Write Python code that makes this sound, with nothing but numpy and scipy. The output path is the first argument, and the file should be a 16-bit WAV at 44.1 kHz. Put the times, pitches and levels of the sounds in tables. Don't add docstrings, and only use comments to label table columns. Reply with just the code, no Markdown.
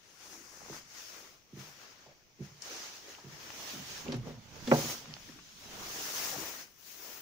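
import sys
import numpy as np
from scipy import signal
from scipy.io import wavfile
from scipy.ndimage import uniform_filter1d

SR = 44100
rng = np.random.default_rng(int(sys.argv[2]) if len(sys.argv) > 2 else 0)


def to_wav(s):
    ch = np.atleast_2d(s).T
    pcm = np.round(np.clip(ch, -1, 1) * 32767)
    wavfile.write(sys.argv[1], SR, pcm.astype(np.int16))


N = 317961

# frequency in Hz, left-right correlation from 0 to 1.
LIKENESS = [(60, 0), (290, 0.81), (640, 0.59), (1400, 0.00013), (3000, 0), (15000, 0.26)]
# frequency in Hz, relative level in dB.
AIR_SPECTRUM = [(18, -37.5), (30, 11), (200, 2), (1830, -21), (2130, -5.5), (4200, -13), (6040, -2.5),
                (8040, -44.5), (11300, -30), (15000, -13.5)]
# frequency in Hz, relative level in dB.
RUMBLE_SPECTRUM = [(20, -16.5), (52, -22), (90, 2.5), (130, 6), (220, -4.5), (450, -18), (1500, -70.5)]
# start of the hold in seconds, hold in seconds, relative level in dB.
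GRIP_SHIFTS = [(.68, 0.044, -62), (3.346, 0.24, -65), (4.165, .07, -48.5), (4.638, 0.18, -52),
               (5.11, 0.21, -61.5), (5.795, .06, -55), (6.297, .1, -61)]
GRIP_RISE_S, GRIP_FALL_S = 0.44, 0.25
# frequency in Hz, time to fall by 60 dB in seconds.
GARAGE_DECAY = [(100, 0.75), (300, 0.33), (1000, 0.63), (4000, 0.25), (12000, 0.52)]
# start in seconds, length in seconds, centre frequency in Hz, rms level in dB.
CASING_RUBS = [(0.243, 0.24, 306, -63.5), (0.685, 0.064, 332, -54), (2.059, 0.079, 560, -64),
               (2.676, 0.11, 430, -58), (3.032, 0.094, 412, -61), (3.25, 0.14, 139, -61),
               (3.709, 0.14, 253, -54), (4.03, 0.18, 286, -50.5), (4.246, 0.075, 490, -50.5),
               (5.277, 0.033, 318, -57), (5.321, 0.099, 263, -62.5), (6.315, 0.067, 630, -48.5),
               (6.337, 0.13, 360, -52)]
# frequency in Hz, relative level in dB, 60 dB decay time in seconds.
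SHOE_MODES = [(84, -2.5, 0.32), (121, -3.5, 0.19), (144.7, 3, 0.18), (196, -1, 0.18), (253, 4, 0.04),
              (332.6, -6, 0.2), (381, 4.5, 0.063), (463, -7, 0.12), (705, -34, 0.061), (1010, -18, .05)]
# start in seconds, relative level in dB, hardness as a cutoff in Hz.
FLOOR_BLOWS = [(.695, -53, 500), (1.526, -49.5, 320), (1.565, -48.5, 342), (1.594, -54.5, 150),
               (2.064, -61.5, 900), (2.387, -56, 504), (2.399, -41, 328), (2.416, -49, 547),
               (3.238, -52.5, 400), (3.26, -54.5, 600), (3.747, -53, 357), (3.786, -53.5, 200),
               (6.357, -51, 447)]
# start in seconds, relative peak level in dB, centre in Hz,
# spread as a factor either side of it, 60 dB decay time in seconds, left minus right in dB.
CLICKS = [(.574, -48, 550, 2, .0075, 1), (.607, -47, 550, 2.4, 0.011, 13),
          (0.617, -46.5, 540, 1.47, 0.011, -14), (.684, -49, 650, 2.4, 0.0079, -16),
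          (0.698, -39, 487, 1.64, 0.0093, -3), (.729, -40, 650, 2.7, 0.019, 7),
          (2.061, -49, 680, 1.28, 0.09, -1), (2.62, -32, 5800, 1.3, 0.037, 10),
          (3.149, -48, 2480, 1.3, .014, 25), (3.183, -43.5, 890, 1.3, 0.037, 4),
          (3.503, -39, 1470, 1.9, 0.0092, 16), (4.082, -37.5, 3240, 1.27, .025, -10),
          (4.121, -29, 3240, 1.78, 0.062, 0), (4.143, -36, 2500, 2.2, 0.043, -0.5),
          (4.167, -51, 9400, 1.24, 0.017, 6), (4.674, -30, 2100, 2.5, 0.085, 0.5),
          (4.714, -20.5, 1050, 2.2, .045, -6), (5.057, -38, 1400, 2.3, 0.007, 5),
          (5.139, -27, 3400, 1.6, 0.0046, -1), (5.166, -39, 895, 2.9, .014, -8),
          (5.289, -48, 1440, 1.4, .03, 10), (5.388, -45.5, 1300, 1.7, 0.035, 8),
          (5.724, -46, 1200, 2.7, 0.041, 9)]
# frequency in Hz, relative level in dB, 60 dB decay time in seconds.
DOOR_MODES = [(122, -22.5, 0.66), (149.7, -4, 0.22), (239, 4.5, 0.12), (270, 1, 0.028), (328, -22.5, 0.36),
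              (385, -1, 0.15), (446, -12.5, 0.19), (528, 9.5, 0.043), (556, 9.5, 0.055), (610, -8, 0.17),
              (713, -6.5, 0.16), (748, -11.5, 0.16), (840, -3.5, 0.1), (922, -12, 0.16),
              (997, -10.5, 0.082), (1137, -6, 0.088), (1250, -46.5, 0.081), (1334, -25, 0.2),
              (1600, -13.5, 0.12), (2310, -22, 0.065), (2530, -7.5, 0.032), (2900, -18.1, 0.027)]
# start in seconds, relative level in dB, hardness cutoff in Hz.
DOOR_BLOWS = [(4.058, -49, 1200), (4.0822, -37.5, 470), (4.0946, -40, 431), (4.1233, -41.5, 3543),
              (4.138, -36, 330), (4.2555, -46.5, 494), (4.275, -47.5, 1998), (4.3013, -46.5, 484),
              (4.3337, -59, 433), (4.6753, -39, 686), (4.7144, -18.5, 3015), (4.717, -19.5, 617),
              (4.7232, -20.5, 540), (4.7395, -31, 2391), (4.7489, -41, 471), (4.7836, -38.5, 804),
              (4.8392, -42.5, 152), (5.073, -54, 219), (5.091, -49, 165), (5.287, -55, 432)]
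# start in seconds, length in seconds, fundamental in Hz, relative level in dB.
DOOR_GROANS = [(4.145, 0.083, 123.8, -37), (4.335, .07, 121.5, -48.5), (4.668, 0.052, 240, -29.5)]
# full speed reached in seconds, rise, hold and fall in seconds, relative level in dB, then in dB on
# top of it the crumpling body, treble sheen and crease pops, and last left minus right in dB.
SLEEVE_STROKES = [(0, .1, 0.033, .25, -66, -2, -4.5, -4, 7.5), (0.265, 0.26, 0.037, .3, -52.5, -2, 4, 3, 4),
                  (.45, 0.37, 0.2, 0.25, -57, -2, 0.5, 0, 6.5),
                  (0.737, .28, 0.033, .075, -47.5, -2, -0.5, 5, 2),
                  (0.988, 0.22, 0.019, 0.32, -45.5, -9, -4, -11, 2.5),
                  (1.146, 0.13, 0.028, .27, -54, 3, 1, 1, 3),
                  (1.598, 0.086, 0.031, 0.33, -53.5, 3, 0.5, -11, 3),
                  (1.831, 0.18, 0.017, .3, -55.5, 1.5, -8.5, -16, 3.5),
                  (2.0, 0.23, 0.087, .17, -61.5, 1.5, -9.5, 2, 0),
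                  (2.445, 0.1, 0.014, 0.13, -56, 0, -7, -9, 3.5),
                  (2.632, 0.045, .06, 0.26, -49, -1.5, -1, -6, -2.5),
                  (2.742, 0.21, 0.084, 0.27, -44, -5, -4.5, -7, -1.5),
                  (3.027, 0.24, .1, .2, -52.5, 0, -2, -15, -1),
                  (3.36, 0.37, 0.13, 0.31, -53, 2.5, -5, -2, 2),
                  (3.616, 0.31, 0.067, 0.45, -45, -1, 2, -4, -3),
                  (3.925, 0.25, 0.059, 0.14, -46.5, -2, 0.5, -7, -3),
                  (4.06, .1, 0.084, 0.083, -53.5, 12, -6.5, 1, -2),
                  (4.266, 0.1, 0.025, .15, -57.5, 10.5, -1.5, 13.5, -1),
                  (4.607, 0.32, 0.13, 0.2, -52, 4.5, -1.5, 1, -3.5),
                  (4.738, 0.097, 0.17, .13, -38.5, -4.5, 4.5, 2, -2.5),
                  (5.22, 0.16, 0.049, 0.28, -53, -6.5, -2.5, -5, 3),
                  (5.03, .1, 0.069, .17, -54.5, 3, -6, 2, -2),
                  (5.42, 0.16, 0.3, .15, -55, -14.5, -7, -12, -1),
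                  (5.732, 0.16, 0.24, 0.3, -53.5, 9.5, -9, -7, -2),
                  (5.986, 0.43, 0.08, .3, -41, -4.5, 4.5, -3.5, -1.5),
                  (6.154, 0.22, 0.11, .33, -39.5, -5, 5, -4, 1),
                  (6.443, 0.6, 0.03, .2, -44, 2.5, 4.5, 4, 2.5),
                  (6.592, 0.133, 0.016, .075, -47.5, -4, 0.5, -3, 1),
                  (6.875, 0.18, 0.063, .3, -53.5, -12, 4.5, -15, 5),
                  (7.047, 0.23, 0.087, .25, -50.5, 0.5, 5.5, 2.5, 2)]
# frequency in Hz, left and right relative level in dB.
CLOTH_SPECTRUM = [(96, -20, -11), (343, 3.5, 3), (810, 0, 3), (1350, 5, 0), (1780, 5, -1.5), (2940, 1.5, 0),
                  (3970, -1, -0.5), (5600, 4.5, 4), (6530, 5, 3), (8070, -8.5, -14), (10070, -7.5, -22),
                  (13500, -9.5, -25), (14600, 1.5, -22), (15870, 1.87, -3.5)]
# time in seconds, presence near 3.4 kHz in dB, fizz near 15 kHz in dB.
COLOUR_CURVE = [(0, 3, -10), (.5, -5.5, -8), (1.1, -1, -1.5), (1.6, 2, -2), (2.3, -0.5, -0.5),
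                (2.8, -1, -3.5), (3.3, 1, -1), (4.1, 3.5, -2.5), (4.8, 1, -2.5), (5.5, 3, -4),
                (6.3, -0.5, -0.5), (7.2, 1, 3.5)]
STIR_DB, STIR_BODY_DB = -70.5, 2.5
EDGE_HZ = 15650


def amp(db):
    return 10 ** (np.asarray(db) / 20)


def evened(x):
    return x / np.sqrt(np.mean(x ** 2) + 1e-20)


def read(points, hz, axis=1):
    table = np.transpose(points)
    return np.interp(np.log(hz + 1), np.log(table[0] + 1), table[axis])


def follow(rows, t):
    s, *columns = np.transpose(rows)
    return [np.interp(t, s, column) for column in columns]


def add(mix, s, sound):
    part = mix[..., round(s * SR):][..., :sound.shape[-1]]
    part += sound[..., :part.shape[-1]]


def sides(pan_db):
    pan_db = np.atleast_1d(pan_db)
    return amp(np.array([pan_db, -pan_db]) / 2)


def band(x, low_hz, high_hz, order=2):
    sos = signal.butter(order, [low_hz, min(high_hz, .45 * SR)], "band", fs=SR, output="sos")
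    return signal.sosfilt(sos, x)


def noise_frames(size=512):
    hop = size // 4
    t = np.arange(N // hop + 2) * hop / SR
    hz = np.fft.rfftfreq(size, 1 / SR)
    real, imaginary = rng.standard_normal((2, 2, len(t), len(hz)))
    left, own = real + 1j * imaginary
    same = read(LIKENESS, hz)
    right = same * left + np.sqrt(1 - same ** 2) * own
    return t[:, None], hz, np.array([left, right])


def to_sound(z):
    return signal.istft(z, nperseg=512, noverlap=384, time_axis=1, freq_axis=2)[1][:, :N]


def swell(t, s, rise, hold, fall, bend=1.33):
    early = np.maximum(s - t, 0) / rise
    late = np.maximum(t - s - hold, 0) / fall
    return amp(-20 * np.minimum(early + late ** bend, 10))


def strike(modes, hard_hz, rattle, rattle_t60, lowest_hz):
    t = np.arange(SR // 2) / SR
    ring = np.zeros(len(t))
    for k, (hz, db, t60) in enumerate(modes):
        direction = (-1) ** k
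        build_up = 1 - np.exp(-2 * hz * t)
        ring += direction * amp(db - 60 * t / t60) * np.sin(2 * np.pi * hz * t) * build_up
    loose = evened(band(rng.standard_normal(len(t)), 190, 1400)) * np.exp(-np.log(1000) * t / rattle_t60)
    x = signal.sosfilt(signal.butter(3, hard_hz, fs=SR, output="sos"), ring + rattle * loose)
    x = signal.sosfilt(signal.butter(3, lowest_hz, "high", fs=SR, output="sos"), x)
    return x / np.sqrt(np.mean(x[:SR // 40] ** 2))


def garage(x, size=26000):
    taps = rng.standard_normal((2, size)) * (rng.random((2, size)) < .1)
    taps[:, :round(.006 * SR)] = 0
    hz, t, z = signal.stft(taps, SR, nperseg=256)
    same = 1 / (1 + (hz[:, None] / 1100) ** 2)
    z[1] = same * z[0] + np.sqrt(1 - same ** 2) * z[1]
    decay = np.exp(-np.log(1000) * t / read(GARAGE_DECAY, hz)[:, None])
    tail = signal.istft(z * decay, SR)[1]
    return signal.fftconvolve(x, tail / np.linalg.norm(tail[0]), axes=1)[:, :N]


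def background(air_db=-67, handling_db=-1, arm_db=-25):
    t, hz, z = noise_frames()
    air = evened(to_sound(z * amp(read(AIR_SPECTRUM, hz))))
    t, hz, z = noise_frames()
    shared = z + .5 * z[::-1]
    rumble = evened(to_sound(shared * amp(read(RUMBLE_SPECTRUM, hz))))
    t = t[:, 0]
    power = np.zeros(len(t))
    for s, hold, db in GRIP_SHIFTS:
        power += (amp(db) * swell(t, s, GRIP_RISE_S, hold, GRIP_FALL_S)) ** 2
    for *shape, db, body_db, _, _, _ in SLEEVE_STROKES:
        power += (amp(arm_db + db + body_db) * swell(t, *shape)) ** 2
    grip = np.interp(np.arange(N) / SR, t, np.sqrt(power))
    return amp(air_db) * air + amp(handling_db) * grip * rumble * sides(-7.5)


def rubs(width=1.23, apart=0.46):
    out = np.zeros((2, N))
    for s, length, hz, db in CASING_RUBS:
        shared, *own = rng.standard_normal((3, round(length * SR)))
        scuff = band(shared + apart * np.array(own), hz / width, hz * width)
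        add(out, s, amp(db) * evened(scuff * signal.windows.tukey(len(shared), .7)))
    return out


def footsteps_and_knock(room_db=-8, pan_db=-3):
    x = np.zeros(N)
    for s, db, hard_hz in FLOOR_BLOWS:
        add(x, s, amp(db) * strike(SHOE_MODES, hard_hz, rattle=0.8, rattle_t60=0.073, lowest_hz=118))
    pair = x * sides(pan_db)
    return pair + amp(room_db) * garage(pair)


def ticks(room_db=-10):
    out = np.zeros((2, N))
    t = np.arange(SR // 10) / SR
    for s, db, hz, spread, t60, pan_db in CLICKS:
        burst = rng.standard_normal((2, len(t))) * np.exp(-np.log(1000) * t / t60)
        shared = burst + burst[::-1] / (1 + hz / 1000)
        click = band(shared, hz / spread, hz * spread, order=3)
        add(out, s, amp(db) * click / abs(click).max() * sides(pan_db))
    return out + amp(room_db) * garage(out)


def door(room_db=-16, pan_db=-0.2, lag_s=0.0002, overtone=0.27, shade=0.32):
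    x = np.zeros(N)
    for s, db, hard_hz in DOOR_BLOWS:
        add(x, s, amp(db) * strike(DOOR_MODES, hard_hz, rattle=0.58, rattle_t60=0.085, lowest_hz=98))
    for s, length, hz, db in DOOR_GROANS:
        turn = 2 * np.pi * hz * np.arange(round(length * SR)) / SR
        groan = np.sin(turn) + overtone * np.sin(2 * turn)
        add(x, s, amp(db) * groan * signal.windows.tukey(len(turn), .6))
    shaded = x - shade * band(x, 490, 680, order=1)
    pair = np.array([np.roll(shaded, round(lag_s * SR)), x]) * sides(pan_db)
    return pair + amp(room_db) * garage(pair)


def creases(level_db=-16, per_s=48, spread_db=2.0):
    t = np.arange(0, N, 100) / SR
    power = np.zeros(len(t))
    for *shape, db, _, _, pops_db, _ in SLEEVE_STROKES:
        power += (amp(db + pops_db) * swell(t, *shape)) ** 2
    crush = np.interp(np.arange(N) / SR, t, np.sqrt(power))
    strength = amp(spread_db * np.minimum(rng.exponential(1, N), 3))
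    snaps = (rng.random(N) < per_s / SR) * rng.choice([-1, 1], N) * strength
    pops = band(snaps * sides(rng.normal(1, 2.3, N)), 210, 1150)
    return amp(level_db) * crush * evened(pops)


def jacket(level_db=-42.5, patchy_db=1.54, uneven_db=0.8):
    t, hz, z = noise_frames()
    low = 1 / (1 + (hz / 1500) ** 2)
    high = 1 / (1 + (7500 / (hz + 1)) ** 6)
    speeds = np.hstack([swell(t, *row[:4]) for row in SLEEVE_STROKES])
    spectra = np.stack([amp(db + low * body_db + high * sheen_db) * sides(pan_db)
                        for *_, db, body_db, sheen_db, _, pan_db in SLEEVE_STROKES], axis=1)
    stir = amp(STIR_DB + low * STIR_BODY_DB - 3.8 * high) * sides(1.0)
    hiss = np.sqrt(speeds ** 2 @ spectra ** 2 + stir[:, None] ** 2)
    patches = uniform_filter1d(rng.standard_normal(z.shape[1:]), size=12, axis=0)
    patches = evened(uniform_filter1d(patches, size=4, axis=1))
    uneven = evened(uniform_filter1d(rng.standard_normal(t.shape), size=18, axis=0))
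    field_db = patchy_db * patches + uneven_db * uneven
    presence_db, fizz_db = follow(COLOUR_CURVE, t)
    presence_band = np.exp(-((hz - 3400) / 1200) ** 2) - 0.13 * np.exp(-((hz - 5800) / 1100) ** 2)
    fizz_band = np.exp(-((hz - 15000) / 3000) ** 2)
    field_db = field_db + presence_db * presence_band + fizz_db * fizz_band
    colour_db = np.array([read(CLOTH_SPECTRUM, hz, axis=1), read(CLOTH_SPECTRUM, hz, axis=2)])[:, None]
    return amp(level_db) * evened(to_sound(z * hiss * amp(field_db + colour_db)))


def scene():
    return background() + rubs() + footsteps_and_knock() + ticks() + door() + creases() + jacket()


def record(dry):
    low_pass = signal.firwin(511, EDGE_HZ, window=("kaiser", 9), fs=SR)
    return signal.oaconvolve(dry, low_pass[None], "same")


dry = scene()
out = record(dry)
to_wav(out)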